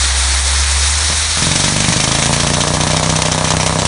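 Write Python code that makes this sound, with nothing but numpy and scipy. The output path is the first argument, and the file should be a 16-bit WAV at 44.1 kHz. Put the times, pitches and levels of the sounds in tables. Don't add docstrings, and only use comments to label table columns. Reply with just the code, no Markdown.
import sys
import numpy as np
from scipy import signal
from scipy.fft import rfft, irfft
from scipy.io import wavfile
from scipy.ndimage import uniform_filter1d

SR = 44100
rng = np.random.default_rng(int(sys.argv[2]) if len(sys.argv) > 2 else 0)


def log_audio(samples):
    frames = np.atleast_2d(samples).T
    limited = np.clip(frames, -1, 1)
    pcm = np.round(limited * 32767).astype(np.int16)
    wavfile.write(sys.argv[1], SR, pcm)


def invert_db(x):
    u = np.asarray(x, float) / 20
    return 10 ** u


N = 170667

FIRST_BLOW_S = 1.3725


def rms_one(x):
    return x / np.sqrt(np.mean(x ** 2) + 1e-20)


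def in_time(rows, s=None):
    t, *columns = np.transpose(rows)
    at = np.arange(N) / SR if s is None else s
    return [np.interp(at, t, column) for column in columns]


def drift(rate_hz):
    r = np.exp(-2 * np.pi * rate_hz / SR)
    wander = signal.lfilter([1], [1, -2 * r, r * r], rng.standard_normal(N + SR))
    return rms_one(wander[SR:])


def band(x, low_hz, high_hz):
    return signal.sosfilt(signal.butter(2, [low_hz, high_hz], "band", fs=SR, output="sos"), x)


def ring(x, hz, t60_s):
    r, w = invert_db(-60 / (t60_s * SR)), 2 * np.pi * hz / SR
    return signal.lfilter([0, np.sin(w)], [1, -2 * r * np.cos(w), r * r], x + 1e-18)


def resonance(x, hz, width_hz):
    r = np.exp(-np.pi * width_hz / SR)
    top = np.array([1, 0, -1]) * (1 - r * r) / 2
    return signal.lfilter(top, [1, -2 * r * np.cos(2 * np.pi * hz / SR), r * r], x)


def clicks(s, db):
    out, inside = np.zeros(N), s < (N - 1) / SR
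    np.add.at(out, (s[inside] * SR).astype(int), invert_db(db[inside]))
    return out


def dying(x, t60_s):
    return signal.lfilter([1], [1, -invert_db(-60 / (t60_s * SR))], x + 1e-18)


def soften(x, hz):
    r = np.exp(-2 * np.pi * hz / SR)
    return signal.lfilter([(1 - r) ** 2], [1, -2 * r, r * r], x)


def engine():
    # start_s, firing_hz, level_db
    firing = [(0, 66.5, -16), (.41, 67.23, -16), (.56, 68.94, -15.5), (.86, 71.1, -16), (.95, 74, -17.5),
              (1.25, 77.07, -22), (1.45, 80.3, -24), (1.6, 83.6, -40), (2.3, 73.5, -37), (2.7, 72.9, -34),
              (3.2, 72.2, -31.5), (3.87, 70.7, -30)]
    # start_s, pitch_hz, level_db
    whirr = [
        (0, 57.95, -43),
        (.85, 56.9, -45),
        (1.05, 53.3, -33),
        (1.3, 46.4, -30),
        (1.45, 38.3, -41),
        (1.55, 38.4, -46),
        (3.87, 41.7, -66),
    ]
    second_db, rumble_db, rumble_hz = -31.5, -36, 58.3

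    hz, db = in_time(firing)
    phase = 2 * np.pi * np.cumsum(hz + 0.3 * drift(6.6)) / SR
    level = np.sqrt(2) * invert_db(db + 0.4 * drift(9))
    drone = level * (np.sin(phase) + invert_db(second_db) * np.sin(2 * phase))

    hz, db = in_time(whirr)
    drone += np.sqrt(2) * invert_db(db) * np.sin(2 * np.pi * np.cumsum(hz) / SR)

    rumble = rms_one(band(rng.standard_normal(N), 0.87 * rumble_hz, 1.76 * rumble_hz))
    return drone + invert_db(rumble_db) * rumble


def air(patchy_db):
    # start_s, level_db
    flow = [
        (0, -14.5),
        (.45, -14.5),
        (.9, -15),
        (1.3, -15),
        (1.6, -15),
        (1.9, -17.5),
        (2.3, -19),
        (2.7, -20),
        (3.2, -22.5),
        (3.87, -22),
    ]
    # pitch_hz, level_db (per Hz)
    colour = [(120, -11), (300, -13), (520, -9.5), (1060, -4.5), (2080, -3), (5370, -1), (10500, -5.5)]
    # pitch_hz, width_hz, gain_db
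    peaks = [(2810, 1020, -5), (7410, 640, -4), (4885, 370, -6), (1970, 430, 1.5), (3830, 490, 2),
             (930, 220, 1.5), (412, 27, -9), (9530, 190, 4)]

    together = drift(18)
    edges = 100 * 2 ** np.arange(0, 7.1, .5)
    white = rng.standard_normal((2, N))
    hz, db = np.transpose(colour)
    out = 0
    for k, (low, high) in enumerate(zip(edges, edges[1:])):
        level_db = np.interp(np.log(low * high) / 2, np.log(hz), db)
        flicker_db = patchy_db * (.8 * together + drift(17))
        out = out + invert_db(level_db + flicker_db) * band(white[k % 2], low, high)
    for hz, width, db in peaks:
        out = out + (invert_db(db) - 1) * resonance(out, hz, width)
    return invert_db(in_time(flow)[0]) * rms_one(out)


def slope(x):
    # delay_s, level_db
    echoes = [(.009, -17), (.021, -12.5), (.038, -10.5)]
    out, dull = x.copy(), signal.lfilter([.5], [1, -.5], x)
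    for s, db in echoes:
        out[int(s * SR):] += invert_db(db) * dull[:N - int(s * SR)]
    return out


def stroke_times():
    # start_s, strokes_per_s
    speed = [
        (1.37, 19.414),
        (1.5, 23.012),
        (1.65, 24.121),
        (1.85, 25.024),
        (2.1, 26.902),
        (2.4, 28.888),
        (2.7, 30.095),
        (3.0, 31.275),
        (3.3, 31.538),
        (3.87, 31.972),
    ]
    t = np.arange(N) / SR
    turns = np.cumsum(in_time(speed)[0] * (t >= FIRST_BLOW_S)) / SR
    return np.interp(np.arange(int(turns[-1]) + 1) + 1e-9, turns, t)


def rod(s):
    # start_s, level_db
    clangs = [(1.373, -15), (1.423, -14.5), (1.469, -19), (1.513, -10), (1.556, -10), (1.598, -7.5),
              (1.64, -9), (1.682, -11), (1.723, -16), (1.763, -12), (1.804, -10), (1.844, -12),
              (1.884, -12), (1.923, -10.5), (1.962, -12.5), (2.0, -10), (2.039, -11), (2.076, -12.5),
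              (2.113, -8.5), (2.15, -14), (2.187, -16.5), (2.223, -6.5), (2.259, -14.5), (2.33, -8),
              (2.4, -9), (2.434, -19), (2.469, -13.5),
              (2.537, -8.5), (2.604, -8.5), (2.671, -10), (2.738, -9.5), (2.804, -11), (2.869, -14.5),
                   (2.901, -10.5), (2.934, -24), (2.966, -12), (3.03, -13), (3.094, -11), (3.158, -11.5),
                   (3.221, -19.5), (3.253, -10), (3.316, -11.5), (3.38, -17.5), (3.443, -9.5),
                   (3.475, -15.5), (3.506, -12.5), (3.601, -10.5), (3.664, -9.5), (3.789, -11.5),
                   (3.851, -9)]
    # pitch_hz, width_hz, gain_db
    modes = [(1610, 410, -4), (2296, 600, 3), (3140, 240, -4), (3870, 380, 4), (4640, 360, -10.5),
             (5534, 670, 4.5), (6190, 400, 0), (7900, 1400, -1.5), (9170, 1260, -5)]
    delay_s, rise_s, t60_s, chatter_per_s = 0.0007, 0.00079, 0.11, 9900
    broad_db, colour_spread_db = -5, 1

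    t, db = np.transpose(clangs)
    nearest = np.abs(s[:, None] - t).argmin(axis=0)
    t = s[nearest] + delay_s
    luck = rng.standard_normal((len(t), len(modes)))
    r = np.exp(-1 / (rise_s * SR))
    hits = (rng.random(N) < chatter_per_s / SR) * rng.standard_normal(N)
    chatter = rms_one(hits * invert_db(2.46 * drift(140)))

    def shape(level_db):
        return chatter * signal.lfilter([1 - r], [1, -r], dying(clicks(t, level_db), t60_s))

    out = band(shape(db + broad_db + 8), 1320, 9600)
    for k, (hz, width, gain_db) in enumerate(modes):
        level_db = db + gain_db + 6 + colour_spread_db * luck[:, k]
        out = out + (-1) ** k * resonance(shape(level_db), hz, width)
    return out


def exhaust(s):
    # start_s, thump_db, pop_db, return_delay_s
    pressure = [
        (1.37, -13.5, -7, 0.028),
        (1.43, -12.5, -12, 0.021),
        (1.6, -11.5, -12.5, .021),
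        (1.9, -11, -10, .017),
        (2.3, -11.5, -8, 0.014),
        (2.8, -12.5, -7.5, .012),
        (3.3, -13, -7, .0117),
        (3.87, -12.5, -7, 0.011),
    ]
    # pitch_hz, level_db, t60_s
    thump_modes = [(102.6, -24.5, 0.19), (137, -7.5, 0.07), (160.9, 0.5, 0.094), (220.6, -4.5, 0.11),
                   (253, -7.5, 0.064), (301, -10.5, 0.14)]
    # pitch_hz, level_db, t60_s
    pop_modes = [(475, -9, 0.038), (617.4, -0.5, 0.031), (723, -8, 0.035), (955, 4.5, 0.013),
                 (1135, 0.5, 0.0077), (1670, -5, 0.027)]
    thump_soft_hz, pop_soft_hz, pop_lead_s = 483, 2500, 0.000985
    return_pop_db, return_thump_db, return_jitter_s, stroke_spread_db = -5, -5, 0.00055, 2
    crack_db, crack_t60_s, puff_db, puff_t60_s = -5, 0.029, -13.5, 0.081

    thump_db, pop_db, delay = in_time(pressure, s)
    false_start_db = -5 * (s < FIRST_BLOW_S)
    thump_db, pop_db = thump_db + false_start_db, pop_db + false_start_db
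    luck = rng.standard_normal((len(s), 18))
    back = s + delay + return_jitter_s * luck[:, 0]
    early, early_back = s - pop_lead_s, back - pop_lead_s

    thump = 0
    for k, (hz, db, t60) in enumerate(thump_modes):
        level = thump_db + db + stroke_spread_db * luck[:, 1 + k]
        knocks = clicks(s, level) + clicks(back, level + return_thump_db)
        thump = thump - ring(knocks, hz, t60)

    pop = 0
    for k, (hz, db, t60) in enumerate(pop_modes):
        level = pop_db + db - 5 + stroke_spread_db * luck[:, 7 + k]
        back_level = level + return_pop_db + 2 * luck[:, 14]
        pop = pop + ring(clicks(early, level) + clicks(early_back, back_level), hz, t60)

    crack = dying(clicks(early, pop_db + crack_db + 3.0 * luck[:, 15]), crack_t60_s)
    puff = dying(clicks(s, pop_db + puff_db) + clicks(back, pop_db + puff_db - 3.5), puff_t60_s)
    noise = crack * rms_one(band(rng.standard_normal(N), 1600, 8500))
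    noise += puff * rms_one(band(rng.standard_normal(N), 397, 1200))
    return soften(thump, thump_soft_hz) + band(soften(pop, pop_soft_hz), 527, 2080) + noise


def scene():
    # pitch_hz, width_hz, gain_db
    ground_dips = [(358, 32.6, -15), (5030, 500, -4), (1430, 220, -3), (820, 114, -1)]
    s = stroke_times()
    false_start_s = 1.1
    hammer = exhaust(np.append(s, false_start_s)) + slope(rod(s))
    for hz, width, db in ground_dips:
        hammer = hammer + (invert_db(db) - 1) * resonance(hammer, hz, width)
    return (engine() + air(patchy_db=0.95) + hammer)[None]


def low_pass(x):
    return signal.sosfilt(signal.butter(12, 10790, fs=SR, output="sos"), x)


def record(dry):
    # low_hz, high_hz, level_db, open_share (part of the time, 0 to 1)
    top_edge = [(10150, 10350, -2, .75), (10350, 10520, -8, .3), (10550, 10780, -12, .2)]
    limit = 1.2

    x = signal.sosfilt(signal.butter(2, 40, "high", fs=SR, output="sos"), dry)
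    spectrum = rfft(limit * np.tanh(x / limit))
    hz = np.arange(N // 2 + 1) * SR / N
    out = irfft(spectrum * (hz < top_edge[0][0]), N)
    for low, high, db, share in top_edge:
        chance = drift(12) + np.linspace(-.6, .6, N)
        is_open = 1. * (chance > np.quantile(chance, 1 - share))
        gate = uniform_filter1d(uniform_filter1d(is_open, size=700), size=700)
        out = out + invert_db(db) * gate * irfft(spectrum * (hz >= low) * (hz < high), N)
    return low_pass(np.clip(out, -1, 1))


dry = scene()
out = record(dry)
log_audio(out)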